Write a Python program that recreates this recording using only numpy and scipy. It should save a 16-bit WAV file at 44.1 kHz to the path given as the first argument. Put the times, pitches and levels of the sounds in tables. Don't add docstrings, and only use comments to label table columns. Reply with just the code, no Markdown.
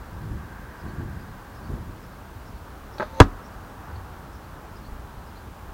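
import sys
import numpy as np
from scipy import signal
from scipy.fft import rfft, irfft
from scipy.io import wavfile

SR = 44100
rng = np.random.default_rng(int(sys.argv[2]) if len(sys.argv) > 2 else 0)


def to_wav(sig):
    pcm = np.clip(np.atleast_2d(sig), -1, 1) * 32767
    pcm = np.round(pcm).astype(np.int16)
    wavfile.write(sys.argv[1], SR, pcm.T)


N = 252693
T = np.arange(N) / SR

# frequency in Hz, level in dB, t60 in seconds, lag after the hit in seconds.
TARGET_MODES = [(36.6, -18, 0.35, 0.012), (108.7, 9.5, 0.043, 0.0063), (88, -9, 0.15, 0.0052),
                (209, -0.5, 0.036, 0.0045), (280, -1.5, 0.078, 0.0053), (330, 5.5, 0.042, 0.00192),
                (413, -18, 0.093, 0.0045), (490, 3, 0.0314, .003), (621, -0.5, 0.044, 0.00059),
                (767, -2.5, 0.038, 0.00043), (982, 9, 0.018, 0.000535), (1220, -13, 0.09, 0.00044),
                (1266, -34, 0.37, 0.00084), (1660, -2, 0.03, 0.00051)]
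# frequency in Hz, relative level in dB.
CRACK_SPECTRUM = [(150, -6.5), (500, -3), (1000, -0.5), (1600, -3), (2050, -18), (2600, -11), (4000, -24),
                  (7000, -24), (11000, -43), (16000, -62)]
# low edge in Hz, high edge in Hz, level in dB, t60 in seconds.
SCATTER_BANDS = [(40, 330, -20.5, 0.25), (198, 350, -22, 0.21), (500, 1660, -12, 0.095),
                 (497, 1540, -38, 0.8), (1900, 3800, -29.5, 0.13), (4200, 6300, -30.5, 0.1),
                 (7500, 8600, -43, .08)]
HIT_S, SCATTER_DELAY_S, ECHO_DELAY_S, ECHO_DB = 3.2015, 0.0032, 0.0145, -14.5

# nominal frequency in Hz, relative level in dB, t60 in seconds.
BOW_MODES = [(220, -7, 0.12), (408, -4, .06), (604, 1, 0.097), (890, 4, 0.044), (1030, -3, 0.036),
             (1284, -2.5, 0.1), (1580, -2, 0.075), (1690, -11, .025)]
# frequency in Hz, relative level in dB.
SNAP_SPECTRUM = [(1500, -8), (2400, -1), (2950, -7), (3600, 5), (4500, 1), (5100, -11), (6200, -8),
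                 (7500, -23), (12000, -42)]
# time in seconds, relative level in dB.
CLATTER_CONTACTS = [(2.9987, -1), (3.004, -4.5), (3.007, -4.5), (3.0125, -8), (3.0198, -3.5), (3.0243, -5),
                    (3.0278, -9)]
NOCK_S, NOCK_REL_DB, NOCK_BRIGHT_DB, CLATTER_BRIGHT_DB = 2.9822, -14.5, 3, -17
BOW_DB, BOW_WASH_DB = -28.0, -41.0

# mean pitch in Hz, level at the hit in dB, time to go at half gain in seconds.
WHISTLE_TONES = [(526, -28, 0.0094), (883, -36.5, 0.068)]
# centre in Hz, offset to half gain in Hz, relative level in dB.
FEATHER_RESONANCES = [(800, 860, -1), (3950, 600, -11), (6200, 350, -16)]
RUSH_DB, RUSH_SWELL_S = -41.5, 0.03

# middle of the first note in seconds, its nominal pitch in Hz,
# its relative level in dB, relative level of the second note in dB.
BIRD_CALL_ROWS = [(.805, 5100, -55, -58), (1.215, 4800, -53, -60), (1.565, 5250, -56, -55),
                  (2.05, 5140, -55, -58), (2.475, 5220, -55, -59), (2.955, 5500, -52, -60),
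                  (3.455, 5500, -51, -60), (3.87, 5030, -66, -54), (4.35, 5200, -56, -59),
                  (4.77, 5050, -55, -52), (5.29, 5100, -59, -54)]
NOTE_HALF_S, NOTE_GLIDE, NOTE_WARBLE = 0.06, 0.07, 0.049
SECOND_NOTE_DELAY_S, SECOND_NOTE_PITCH_RATIO, BIRD_DB = 0.088, 0.86, -5.0

# start in seconds, hold in seconds, rumble level in dB,
# flutter level against the rumble in dB.
GUST_ROWS = [(.1, .01, -38.5, -17), (0.204, 0.094, -35, -13), (0.821, 0.028, -35, -3.5),
             (0.962, .08, -35.5, -14), (1.595, .03, -37.5, -13), (1.679, 0.049, -38.5, -0.5)]
# start in seconds, level before the soft onset in dB, pitch in Hz, t60 in seconds.
WIND_PUFFS = [(2.361, -28.5, 92, 0.091), (3.927, -25, 80.7, 0.23), (3.971, -25, 91, 0.16),
              (4.882, -27, 50, 0.068), (4.92, -21.5, 42, 0.083), (4.951, -28, 62, 0.075),
              (4.992, -27.5, 59, 0.072), (5.174, -28, 60, 0.1)]
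# frequency in Hz, relative level in dB.
WIND_SPECTRUM = [(20, -16), (45, 3), (75, 4), (115, 0.5), (200, -5), (270, -13.5), (330, -12.5), (470, -27),
                 (1000, -40), (4000, -80)]
# frequency in Hz, relative level in dB.
FLUTTER_SPECTRUM = [(90, -20), (150, -1.5), (200, 0), (270, -7.5), (340, -6), (480, -17), (900, -20),
                    (2500, -49)]
GUST_ATTACK_S, GUST_T60_S, FLUTTER_T60_S = 0.035, 1.18, 0.35

# time when nearest in seconds, level when nearest in dB.
CAR_PASSES = [(-.1, -50), (1.25, -54.5), (3.95, -48.5), (5.8, -50)]
# frequency in Hz, relative level in dB.
ROAD_SPECTRUM = [(250, -12), (450, -7), (650, -4.5), (850, 1), (1150, -1), (1350, -2.5), (1600, -5.5),
                 (2100, -18), (3000, -26.5), (5000, -49)]
# centre in Hz, offset to half gain in Hz, relative level in dB.
DRONE_RESONANCES = [(990, 37, -7), (1148, 17, -6), (1575, 81, -2), (1740, 280, -5.5)]
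# frequency in Hz, relative level in dB.
AIR_SPECTRUM = [(15, -49), (28, -3.5), (53, 1.5), (99, -4.5), (135, -9.5), (200, -10.5), (340, -15),
                (700, -21), (2300, -32), (4200, -36), (8200, -41.5), (11500, -42), (15800, -38.5)]
CAR_PASS_S, ROAD_DB, AIR_DB = 0.62, -52, -41.5
DRONE_NEAREST_S, DRONE_PASS_S, DRONE_DB = 0.85, 0.38, -50

MIC_LOW_HZ, TOP_HZ = 22.3, 15870


def undb(db):
    return 10 ** (np.asarray(db) / 20)


def noise(gain_at):
    hz = np.maximum(np.arange(N // 2 + 1) * SR / N, 1)
    x = irfft(rfft(rng.standard_normal(N)) * gain_at(hz), N)
    return x / x.std()


def coloured(points):
    hz, db = np.transpose(points)
    return noise(lambda f: undb(np.interp(np.log(f), np.log(hz), db)))


def band(low_hz, high_hz, order=6):
    return noise(lambda f: 1 / (1 + (low_hz / f) ** order) / (1 + (f / high_hz) ** order))


def resonance(hz, width_hz):
    return noise(lambda f: 1 / (1 + ((f - hz) / width_hz) ** 2))


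def resonant(rows):
    return sum(undb(db) * resonance(hz, width_hz) for hz, width_hz, db in rows)


def waver(rate_hz, depth_db):
    return undb(depth_db * noise(lambda f: np.exp(-f / rate_hz)))


def fade(start_s, t60_s):
    return (T >= start_s) * np.exp(-np.log(1000) * np.maximum(T - start_s, 0) / t60_s)


def ring(start_s, hz, t60_s):
    return fade(start_s, t60_s) * np.sin(2 * np.pi * hz * (T - start_s))


def smack():
    bite = 1 - fade(HIT_S, 0.00056)
    crack = undb(1.0) * coloured(CRACK_SPECTRUM) * fade(HIT_S, 0.034) * bite
    body = -sum(undb(db) * ring(HIT_S + lag_s, hz, t60_s) for hz, db, t60_s, lag_s in TARGET_MODES)
    direct = crack + body
    echo_filter = signal.butter(2, [750, 2000], "band", fs=SR, output="sos")
    reflected = signal.sosfilt(echo_filter, direct)
    echo = undb(ECHO_DB) * np.interp(T - ECHO_DELAY_S, T, reflected)
    scatter = sum(undb(db) * band(low_hz, high_hz) * fade(HIT_S + SCATTER_DELAY_S, t60_s)
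                  for low_hz, high_hz, db, t60_s in SCATTER_BANDS)
    return direct + echo + scatter


def bow():
    body, snaps = 0, 0
    snap, rattle = coloured(SNAP_SPECTRUM), band(220, 1800)
    contacts = [(NOCK_S, NOCK_REL_DB, NOCK_BRIGHT_DB)]
    contacts += [(s, db, CLATTER_BRIGHT_DB) for s, db in CLATTER_CONTACTS]
    for s, db, bright_db in contacts:
        detune = 1 + 0.022 * rng.standard_normal(len(BOW_MODES))
        limbs = sum(undb(mode_db) * ring(s, hz * ratio, t60_s)
                    for (hz, mode_db, t60_s), ratio in zip(BOW_MODES, detune))
        push = undb(5) * ring(s, 420 * detune[0], 0.004)
        knock = push + undb(4.5) * rattle * fade(s, 0.024)
        body = body + undb(db) * (limbs + knock)
        snaps = snaps + undb(db + bright_db) * snap * fade(s, 0.038)
    body = signal.sosfilt(signal.butter(2, 2800, fs=SR, output="sos"), body)
    wash = (rattle + undb(-12.5) * snap) * fade(3.025, 0.46)
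    return undb(BOW_DB) * (body + snaps) + undb(BOW_WASH_DB) * wash


def flight():
    to_go_s = np.maximum(HIT_S - T, 0)
    flying = np.clip((T - 3.05) / 0.11, 0, 1) * (T < HIT_S)
    flutter = 1 + 0.0122 * noise(lambda f: np.exp(-f / 60))
    flutter_time_s = np.cumsum(flutter) / SR
    whistle = sum(undb(db) * np.sin(2 * np.pi * hz * flutter_time_s) / (1 + to_go_s / swell_s)
                  for hz, db, swell_s in WHISTLE_TONES)
    rush = undb(RUSH_DB) * resonant(FEATHER_RESONANCES) / (1 + to_go_s / RUSH_SWELL_S)
    return (whistle + rush) * flying


def bird_note(middle_s, hz, db, warble):
    progress = np.clip((T - middle_s) / NOTE_HALF_S, -1, 1)
    pitch_hz = hz * (1 + NOTE_GLIDE * progress + NOTE_WARBLE * warble)
    swell = np.cos(np.pi * progress / 2) ** 4
    return undb(db) * swell * np.sin(2 * np.pi * np.cumsum(pitch_hz) / SR)


def bird():
    calls, warble = 0, noise(lambda f: np.exp(-f / 300))
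    for s, hz, first_db, second_db in BIRD_CALL_ROWS:
        calls = calls + bird_note(s, hz, first_db, warble)
        second_hz = hz * SECOND_NOTE_PITCH_RATIO
        calls = calls + bird_note(s + SECOND_NOTE_DELAY_S, second_hz, second_db, warble)
    return undb(BIRD_DB) * calls * waver(60, 2.8)


def gust(start_s, hold_s, t60_s):
    past_hold_s = np.maximum(T - start_s - GUST_ATTACK_S - hold_s, 0)
    return np.clip((T - start_s) / GUST_ATTACK_S, 0, 1) * undb(-60 * past_hold_s / t60_s)


def wind():
    force = sum(undb(db) * gust(s, hold_s, GUST_T60_S) for s, hold_s, db, _ in GUST_ROWS)
    flutter = sum(undb(db + flutter_db) * gust(s, hold_s, FLUTTER_T60_S)
                  for s, hold_s, db, flutter_db in GUST_ROWS)
    gusts = coloured(WIND_SPECTRUM) * force + coloured(FLUTTER_SPECTRUM) * flutter
    puffs = sum(undb(db) * ring(s, hz, t60_s) * (1 - fade(s, 0.014)) for s, db, hz, t60_s in WIND_PUFFS)
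    return gusts * waver(25, 2.1) + puffs


def passing(nearest_s, pass_s):
    return 1 / np.hypot(1, (T - nearest_s) / pass_s)


def background():
    car_power = sum((undb(db) * passing(s, CAR_PASS_S)) ** 2 for s, db in CAR_PASSES)
    traffic = np.sqrt(undb(ROAD_DB) ** 2 + car_power)
    road = coloured(ROAD_SPECTRUM) * traffic * waver(2.5, 1.0)
    vehicle = resonant(DRONE_RESONANCES) * undb(DRONE_DB) * passing(DRONE_NEAREST_S, DRONE_PASS_S)
    return road + vehicle + undb(AIR_DB) * coloured(AIR_SPECTRUM)


def scene():
    return (smack() + bow() + flight() + bird() + wind() + background())[None]


def record(dry):
    bass_cut = signal.butter(1, MIC_LOW_HZ, "high", fs=SR, output="sos")
    clipped = np.clip(signal.sosfilt(bass_cut, dry), -1, 1)
    top_cut = signal.ellip(14, 0.05, 80, TOP_HZ, fs=SR, output="sos")
    return signal.sosfilt(top_cut, clipped)


dry = scene()
out = record(dry)
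to_wav(out)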